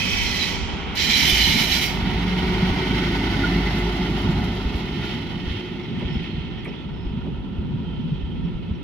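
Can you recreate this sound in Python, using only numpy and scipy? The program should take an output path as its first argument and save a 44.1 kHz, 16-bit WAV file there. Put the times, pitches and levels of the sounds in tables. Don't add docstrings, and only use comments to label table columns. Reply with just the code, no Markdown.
import sys
import numpy as np
from scipy import signal
from scipy.fft import rfft, irfft, next_fast_len
from scipy.io import wavfile
from scipy.ndimage import map_coordinates

SR = 44100
rng = np.random.default_rng(int(sys.argv[2]) if len(sys.argv) > 2 else 0)


def dump(signal):
    limited = np.clip(np.atleast_2d(signal).T, -1, 1)
    pcm = np.round(limited * 32767).astype(np.int16)
    wavfile.write(sys.argv[1], SR, pcm)


N = 389403
TIME = np.arange(N) / SR
SIZE = next_fast_len(N, real=True)
FREQ = np.maximum(np.fft.rfftfreq(SIZE, 1 / SR), 1)

# time_s, pitch_ratio
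DOPPLER = [(0, 1.073), (1.8, 0.99), (2.35, 1.006), (2.8, 1.017), (3.3, 0.96), (4.0, .974), (5.0, .969),
           (6.0, 0.98), (8.83, 0.97)]
# middle_s, half_length_s, deck_db, body_db
ROUGH_TRACK = [(.2, 0.14, 5.5, -1), (1.5, 0.21, 4, 4), (2.72, 0.15, 3, 3), (3.7, 0.6, 1, -3.5),
               (4.34, 0.14, 9, 4), (5.7, 0.23, -7.5, -2), (6.1, 0.11, 3, 4.5), (7.95, 1, 4, 6)]


def undb(db):
    return 10 ** (np.asarray(db) / 20)


def sound(spectrum):
    return irfft(spectrum, SIZE)[..., :N]


def unit(stereo):
    return stereo / np.std(stereo.mean(0))


def curve(points):
    return np.interp(TIME, *np.transpose(points))


def swells(rows, column=2):
    return sum(row[column] * np.exp(-((TIME - row[0]) / row[1]) ** 2) for row in rows)


def walk(rate, t=TIME):
    levels = rng.standard_normal(16384) * np.sqrt(3 / 2)
    return np.interp(t * rate, np.arange(len(levels)), levels)


def across(points):
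    hz, value = np.transpose(points)
    return np.interp(np.log(FREQ), np.log(hz), value)


def colour(points):
    skirts = np.minimum(FREQ / points[0][0], 1) ** 8 * np.minimum(points[-1][0] / FREQ, 1) ** 8
    return undb(across(points)) * skirts


def resonances(peaks):
    return np.sqrt(sum(undb(2 * db) / (1 + (2 * (FREQ - hz) / width) ** 2) ** 2
                       for hz, width, db in peaks))


def crowded(ripple_db=1.5, spacing_hz=32):
    return undb(ripple_db * walk(1 / spacing_hz, FREQ))


def wavering(hz, width_hz, t, side=0.49):
    phase = 2 * np.pi * hz * t
    shared, apart = (walk(width_hz, t) * np.cos(phase) + walk(width_hz, t) * np.sin(phase)
                     for _ in range(2))
    return np.array([shared + side * apart, shared - side * apart]) / np.sqrt(2)


def contact(gain, wide_db=0):
    # freq_hz, correlation
    likeness = [(30, .86), (55, 0.65), (85, 0.82), (130, 0.66), (180, 0.88), (350, 0.8), (750, 0.9),
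                (1400, 0.72), (2100, 0.84), (3100, 0.13), (3800, 0.8), (4600, 0.05), (8000, 0.04),
                (15000, 0)]
    alike = across(likeness)
    mid, side = rfft(rng.standard_normal((2, SIZE))) * gain
    mid = sound(mid)
    side = sound(side * np.sqrt((1 - alike) / (1 + alike))) * undb(wide_db)
    return unit(np.array([mid + side, mid - side]))


def doublings(abreast_s, speed_m_s=10.61, track_distance_m=10.6):
    return np.log2(np.hypot(1, speed_m_s * (TIME - abreast_s) / track_distance_m))


def passing(abreast_s, db, coming_db, going_db):
    return db - np.where(TIME < abreast_s, coming_db, going_db) * doublings(abreast_s)


def breadth(near_db, per_doubling_db):
    return near_db + per_doubling_db * doublings(abreast_s=3.65)


def moving(stereo):
    playhead = np.cumsum(curve(DOPPLER)) % N
    return np.array([np.interp(playhead, np.arange(N), channel) for channel in stereo])


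def placed(stereo):
    # time_s, left_lead_ms
    bearing = [(0, 0.045), (1.4, -0.012), (2.4, -0.081), (3.2, -.09), (3.9, -0.024), (5.5, -0.041),
               (5.9, 0.058), (8.83, 0.032)]
    half_lead = curve(bearing) / 2000 * SR
    return np.array([map_coordinates(channel, [np.arange(N) + sign * half_lead], mode="mirror")
                     for channel, sign in zip(stereo, (1, -1))])


def engine(wander=0.002965, shake_hz=12, lump_db=1.0, whine_hz=367.5, beam_s=0.28):
    # pitch_hz, level_db, unsteadiness, aimed_here_s, rise_db
    tones = [(53.55, -1, 0.08, 3.75, 1.5), (105, -13.5, 0.7, 3.22, 5), (134.7, -18, 0.7, 3.6, 8),
             (178.3, -13, 0.5, 8.4, 19.5), (180.8, -4.5, 0, 2.35, 8), (286.5, -18, 0.65, 3.34, 12.5),
             (347.4, -20, 0.4, 3.24, 13), (413, -19.5, 0.2, 3.7, 2), (423, -19, 0.5, 4.8, 9)]
    # time_s, level_db
    drone_ride = [(0, -40.5), (1.0, -56), (1.9, -30.5), (2.3, -24), (3.0, -26), (3.8, -23.5), (4.45, -24.5),
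                  (4.8, -34), (5.8, -40.5), (6.6, -46.5), (8.83, -39.5)]
    whine_ride = [(0, -47), (1.2, -42.5), (2.3, -38.5), (2.8, -27.5), (3.3, -34), (3.95, -31), (4.6, -43.5),
                  (5.8, -36), (6.5, -53.5), (8.83, -46.5)]
    engine_time = np.cumsum(curve(DOPPLER) * (1 + wander * walk(4))) / SR

    def tone(hz, unsteady):
        shake = 1 + unsteady * (walk(shake_hz) + 1j * walk(shake_hz))
        return np.real(shake * np.exp(2j * np.pi * hz * engine_time))

    drone = sum(undb(db + swells([(aimed_s, beam_s, rise_db)])) * tone(hz, unsteady)
                for hz, db, unsteady, aimed_s, rise_db in tones)
    drone *= undb(curve(drone_ride) + lump_db * walk(12))
    return drone + undb(curve(whine_ride)) * tone(whine_hz, unsteady=0.18)


def frame(lurch_db=2.0, sway_db=2.0, panel_share=0.25):
    # freq_hz, level_db
    deck_eq = [(12, -42), (24, -7.5), (38, -1.5), (55, 3), (80, 4), (105, -4), (150, -34.5)]
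    body_eq = [(60, -26), (100, -6.5), (130, -3), (170, 0.5), (230, -1.5), (275, -8.5), (360, -40)]
    panel_eq = [(200, -13.5), (275, 1), (320, -2), (370, 0), (420, -5), (470, -13), (540, -22), (800, -44)]
    wide_db = breadth(near_db=-6, per_doubling_db=5.6)
    shaken_db = swells(ROUGH_TRACK, column=3)
    deck = contact(colour(deck_eq), wide_db)
    deck *= undb(passing(2, -32, coming_db=3, going_db=3) + swells(ROUGH_TRACK) + lurch_db * walk(9.1))
    body = moving(contact(colour(body_eq), wide_db))
    body *= undb(passing(3.5, -25.5, coming_db=5, going_db=5) + shaken_db + sway_db * walk(14))
    panels = moving(contact(colour(panel_eq), wide_db))
    panels *= undb(passing(3.5, -30, coming_db=6, going_db=6) + panel_share * shaken_db)
    return deck + body + panels


def rolling(flutter_db=0.82, rough_share=0.49, dull_doublings=1.5):
    # freq_hz, width_hz, level_db
    roar_peaks = [(423, 240, -3.5), (640, 180, -3), (762, 174, 2.5), (918, 180, 3.5), (1038, 100, -0.5),
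                  (1170, 270, -3.5), (1488, 320, 0)]
    # pitch_hz, width_hz, level_db
    web_modes = [(1974, 640, -5), (2090, 210, -3.5), (2270, 96, -0.5)]
    rail_modes = [(2710, 550, -0.5), (3044, 150, 2), (3240, 220, -2.5), (3480, 670, -0.5), (3994, 720, -4),
                  (4370, 210, -14.5), (4770, 200, -11), (5270, 680, -14)]
    hum_modes = [(488, 180, 1), (710, 78, -12), (944, 160, -1), (1350, 170, -5.5), (1780, 210, -10.5)]
    # freq_hz, level_db
    rail_hiss = [(2500, -11), (4000, -19), (6000, -21), (7500, -34), (9000, -33.5), (12500, -29),
                 (15500, -38.5)]
    # middle_s, half_length_s, web_db, rail_db
    singing = [(3.6, 0.21, 1.5, -0.5), (5.08, 0.089, 4.5, 4.5), (5.8, 1.77, 7.5, 3.5), (5.55, 0.1, 3.5, 4),
               (6.22, 0.24, 5, 6), (6.68, 0.14, 4, 2.5), (8.1, 0.34, 5, 4.5), (8.8, 0.46, 10.5, 5)]
    roar_wide_db = breadth(near_db=-1.6, per_doubling_db=2.55)
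    rail_wide_db = breadth(near_db=2.2, per_doubling_db=-1)
    rough_db = rough_share * swells(ROUGH_TRACK, column=3)
    roar = moving(contact(resonances(roar_peaks) * crowded(), roar_wide_db))
    roar *= undb(passing(3.5, -32, coming_db=4, going_db=10.5) + rough_db)
    web = moving(contact(resonances(web_modes) * crowded()))
    web *= undb(passing(3, -34, coming_db=5.5, going_db=13) + swells(singing))
    near = placed(contact((resonances(rail_modes) + colour(rail_hiss)) * crowded(), rail_wide_db))
    treble_loss = undb(across([(3300, 0.0061), (4500, -7.44), (9000, -12), (13000, -16.8)]))
    far = sound(rfft(near, SIZE) * treble_loss)
    far_mix = np.clip(doublings(abreast_s=3.5) / dull_doublings, 0, 1) ** 2
    rails = near + far_mix * (far - near)
    rails *= undb(passing(3, -34, coming_db=3.5, going_db=8) + swells(singing, column=3))
    hum = contact(resonances(hum_modes), roar_wide_db)
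    hum *= undb(passing(2, -45.5, coming_db=-3, going_db=1.5))
    return undb(flutter_db * walk(70)) * (roar + web + rails + hum)


def wheel_ring(modes, t, swell_db=3, flare_db=7, flare_s=0.14):
    out = 0
    for hz, width, db, flare_at_s in modes:
        flare = flare_db * np.exp(-((t - flare_at_s) / flare_s) ** 2)
        out += undb(db + flare + swell_db * walk(11.28, t)) * wavering(hz, width, t)
    return np.pad(unit(out), [(0, 0), (0, N - len(t))])


def flange_rub(rub, modes, ring_db, judder_db=0.5, sputter_db=1.1, attack_s=0.0027, ring_up_s=0.0078,
               sizzle_power=0.97, sizzle_release_db_per_s=173):
    # freq_hz, level_db
    grind_eq = [(1300, -19), (1750, -6), (1950, -2), (2300, 1), (2780, -8), (3050, 3), (3450, -3.5),
                (3950, -9), (4500, -8), (5200, -8.5), (5600, -9), (6400, -14.5), (7500, -22.5),
                (10000, -37.5)]
    sizzle_eq = [(5000, -10), (7000, -15), (9000, 5.5), (11000, 1), (12400, 7.5), (14300, 3), (15600, -2)]
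    # middle_s, half_length_s, grind_db, sizzle_db
    bites = [(.335, .015, -1, 0), (.44, 0.052, 2.5, .5), (1.0, 0.043, 3.5, -1), (1.075, .018, -3, -1),
             (1.108, 0.0073, 2.5, -5), (1.225, .025, 0.5, 0), (1.295, 0.023, 0.5, 6),
             (1.565, 0.021, -1.5, -4), (1.605, .02, 1, 3), (1.675, 0.03, -3, -4), (1.728, 0.025, 3, -2),
             (1.77, 0.022, 2, -1), (1.805, 0.011, -2.5, -8), (1.838, 0.011, 4, 2)]
    start, hardest, end, grind_db, sizzle_db, build_db, sag_db, release_db_per_s = rub
    touch = np.clip((TIME - start) / attack_s + 1, 0, 1)
    released_s = np.maximum(TIME - end, 0)
    pressure_db = -build_db * np.interp(TIME, [start, hardest], [1, 0]) ** 2
    sag = sag_db * np.interp(TIME, [hardest, end], [0, 1]) ** 2
    ring_up = 1 - np.exp(-np.maximum(TIME - start, 0) / ring_up_s)
    judder = undb(judder_db * walk(180))
    grind = judder * contact(colour(grind_eq) * crowded())
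    grind += undb(ring_db) * wheel_ring(modes, TIME[TIME < end + 1])
    grind *= ring_up * undb(grind_db + pressure_db + swells(bites) - sag - release_db_per_s * released_s)
    sizzle = judder * contact(colour(sizzle_eq) * crowded())
    sizzle *= undb(sizzle_db + swells(bites, column=3) + sputter_db * walk(69))
    sizzle *= undb(sizzle_power * pressure_db - sizzle_release_db_per_s * released_s)
    lean_right = undb([[-0.5], [0.5]])
    return touch * (lean_right * grind + sizzle)


def flanges():
    # start_s, hardest_s, end_s, grind_db, sizzle_db, build_db, sag_db, release_db_per_s
    rubs = [(-.1, .15, 0.51, -27.5, -50, 3, 3, 51), (.95, 1.2, 1.859, -21, -40, 11, 6.5, 128)]
    # pitch_hz, width_hz, level_db, flare_at_s
    first_modes = [(2007, 150, -1, 0.35), (2260, 200, 1, 0.25), (2527, 220, 5, 0.14), (3110, 280, -3, 0.11),
                   (3920, 120, -7, 0.32), (4140, 300, -2, .38), (5600, 67, -2.5, 0.27)]
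    second_modes = [(2180, 19, -4, 1.5), (2355, 37, -3.5, 1.67), (2355, 250, -5, 1.14), (3050, 300, 3, 1.2),
                    (2990, 240, 3, 1.38), (3510, 34, -2, 1.44), (3825, 40, -1.5, 1.46),
                    (3940, 120, 0.5, 1.1), (4100, 280, 5.5, 1.55), (4750, 110, -5.5, 1.41),
                    (5571, 23, -6, 1.26), (5590, 18, -9, 1.18), (7300, 18, -15, 1.2), (9000, 9.1, -17, 1.3),
                    (9997, 12, -22, 1.2), (11870, 460, -14, 1.8), (12450, 400, -15, 1.8),
                    (12700, 500, -20, 1.6), (13420, 350, -18, 1.3)]
    first = flange_rub(rubs[0], first_modes, ring_db=-3.5)
    second = flange_rub(rubs[1], second_modes, ring_db=-3.0)
    return placed(first + second)


def squeals(trim_db=-0.5):
    # middle_s, half_length_s, pitch_hz, width_hz, level_db before trim
    creeps = [(.41, 0.05, 3950, 70, -24.5), (.36, .05, 4130, 256, -35), (1.752, 0.034, 1450, 70.5, -35),
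              (2.303, 1.0, 935, 79.84, -41.5), (2.85, 0.25, 2075, 71.1, -39), (2.92, 0.12, 3150, 298, -35),
              (3.2, 0.72, 1500, 80, -38), (3.445, 0.015, 1440, 49.6, -26), (3.6, 0.52, 2045, 45.06, -36.5),
              (3.5, 0.51, 926, 34.8, -43), (3.75, .35, 727, 35.3, -45), (3.971, 0.17, 3060, 121.4, -41),
              (5.044, 0.028, 1410, 69.6, -37.5), (5.07, 0.14, 3100, 160, -39), (5.53, 0.14, 3150, 202, -42),
              (6.14, 0.044, 5250, 550, -49), (6.33, .09, 4250, 160, -52), (6.73, 0.023, 2420, 797, -46),
              (6.783, 0.043, 3438, 401, -46), (7.02, 0.088, 5180, 398, -60), (7.946, 0.1, 3130, 178, -47),
              (8.28, 0.13, 3150, 200.6, -48)]
    out = np.zeros((2, N))
    for middle_s, half_s, hz, width, db in creeps:
        active = np.abs(TIME - middle_s) < 3 * half_s
        t = TIME[active]
        envelope = np.exp(-((t - middle_s) / half_s) ** 2)
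        out[:, active] += undb(db + trim_db) * envelope * wavering(hz, width, t)
    return out


def thuds(trim_db=-4.0, swell_s=0.0069):
    # start_s, level_db before trim, pitch_hz
    jolts = [(0.735, -15.5, 71), (1.326, -11.5, 59), (2.027, -11, 60), (2.151, -16, 75), (2.624, -9, 170),
             (2.71, -10, 60), (4.29, -11, 147), (4.36, -15.5, 107), (4.439, -17, 170),
             (4.655, -11.5, 57.66), (4.75, -13, 65.4), (5.47, -15, 60.3), (5.505, -14.5, 77),
             (5.555, -16.5, 106), (6.05, -15.5, 60.4), (6.104, -18, 156), (6.163, -13.5, 68),
             (7.063, -13.5, 52.7), (7.163, -15, 167), (7.584, -14, 61.4), (7.739, -16.5, 138),
             (7.867, -19.5, 174), (8.118, -11, 153), (8.233, -14, 55), (8.55, -16.5, 55),
             (8.708, -12, 73.6)]
    out = np.zeros(N)
    for start_s, db, hz in jolts:
        age = np.maximum(TIME - start_s, 0)
        envelope = age / swell_s * np.exp(1 - age / swell_s)
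        out += undb(db + trim_db) * envelope * np.sin(2 * np.pi * hz * age)
    return out


def rattle(trim_db=-8.0, ring_s=0.019, scatter_db=0.5, detune=0.015, settle_s=0.05, settle_share=0.25):
    # start_s, level_db before trim
    chinks = [(3.7515, -50), (3.7834, -46), (3.89, -52), (3.9241, -52), (3.9595, -51), (4.0992, -52),
              (4.1775, -51), (4.215, -52), (4.3027, -50), (4.3835, -53), (4.4394, -50), (4.5507, -53),
              (4.7577, -50), (4.785, -57), (5.05, -55), (5.14, -59), (6.13, -62), (6.23, -64)]
    # pitch_hz, width_hz, level_db
    fitting_modes = [(7200, 900, 0), (10400, 900, -0.5), (11900, 1500, -1), (14000, 1000, -3)]
    out = np.zeros((2, N))
    age = np.arange(SR // 4) / SR
    fade = np.exp(-age / ring_s) + settle_share * np.exp(-age / settle_s)
    for start_s, db in chinks:
        chance = rng.standard_normal((len(fitting_modes), 2))
        ring = sum(undb(mode_db - scatter_db * softer) * wavering(hz * (1 + detune * sharper), width, age)
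                   for (hz, width, mode_db), (softer, sharper) in zip(fitting_modes, chance))
        first = int(start_s * SR)
        out[:, first:first + len(age)] += undb(db + trim_db) * fade * ring
    return out


def bird(trim_db=-3, length_s=0.038, fall=0.1, rough=0.7):
    # start_s, start_pitch_hz, level_db before trim
    chirps = [(5.812, 5800, -50), (5.897, 5700, -54), (6.582, 5720, -56), (6.672, 5720, -54),
              (6.875, 5800, -61), (7.1, 5100, -61), (8.13, 5656, -65), (8.432, 5800, -61),
              (8.62, 5050, -64), (8.738, 5850, -62)]
    out = np.zeros(N)
    for start_s, hz, db in chirps:
        progress = np.clip((TIME - start_s) / length_s, 0, 1)
        phase = 2 * np.pi * np.cumsum(hz * (1 - fall * progress)) / SR
        out += undb(db + trim_db) * np.sin(np.pi * progress) ** 2 * np.sin(phase)
    return out * (1 + rough * walk(500))


def joints(travel_at_1khz_s=0.023, ring_s=0.021, crack=0.064):
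    # start_s, bass_db, treble_db
    strikes = [(5.988, -28.5, -38), (6.640, -32, -30.5), (7.238, -30.5, -53)]
    # freq_hz, level_db
    rail_eq = [(150, -7.5), (220, 5), (450, 9.5), (800, -6.5), (1000, -1), (1350, -11), (2200, 1.5),
               (3300, -24), (6500, -40), (7500, -39), (8500, -27), (10000, -38), (11500, -34), (15000, -45)]
    blows = 0
    for start_s, bass_db, treble_db in strikes:
        age = np.maximum(TIME - start_s, 0)
        blow = crack * rng.standard_normal(N) * (age > 0) * np.exp(-age / ring_s)
        blow[int(start_s * SR)] += 1
        blows += rfft(blow, SIZE) * undb(across([(400, bass_db), (2200, treble_db)]))
    dispersion = 4 * np.pi * travel_at_1khz_s * np.sqrt(1000 * FREQ)
    rail = colour(rail_eq) * np.exp(-1j * dispersion)
    return sound(blows * rail / np.abs(sound(rail)).max())


def scene():
    return flanges() + engine() + frame() + rolling() + squeals() + joints() + rattle() + thuds() + bird()


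def record(dry):
    # freq_hz, left_minus_right_db
    balance = [(60, 0), (350, -1.7), (520, 2), (750, -1.5), (1150, -2), (1500, 1), (2100, -1.5),
               (3100, -7.5), (4200, -9.5), (5600, -8), (6900, -1.5), (8000, 16), (10000, -3), (14000, 1)]
    # centre_hz, half_width_hz, phase_rad
    out_of_step = [(506, 82, 1.6), (1055, 81, 2.6), (1639, 120, 4.6), (2990, 68, 1.1)]
    lead_ms, hiss_db, top_hz = 0.018, -76.5, 15650
    sides = np.array([[0.5], [-0.5]])
    tilt = undb(sides * across(balance))
    tilt /= np.sqrt(np.mean(tilt ** 2, axis=0))
    slip = sum(rad * np.exp(-((FREQ - hz) / width) ** 2) for hz, width, rad in out_of_step)
    lead = np.exp(1j * sides * (slip + 2 * np.pi * FREQ * lead_ms / 1000))
    ports = sound(rfft(dry, SIZE) * lead * tilt)
    ports += undb(hiss_db) * rng.standard_normal((2, N))
    return signal.sosfilt(signal.ellip(10, 0.2, 80, top_hz, fs=SR, output="sos"), ports)


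dry = scene()
out = record(dry)
dump(out)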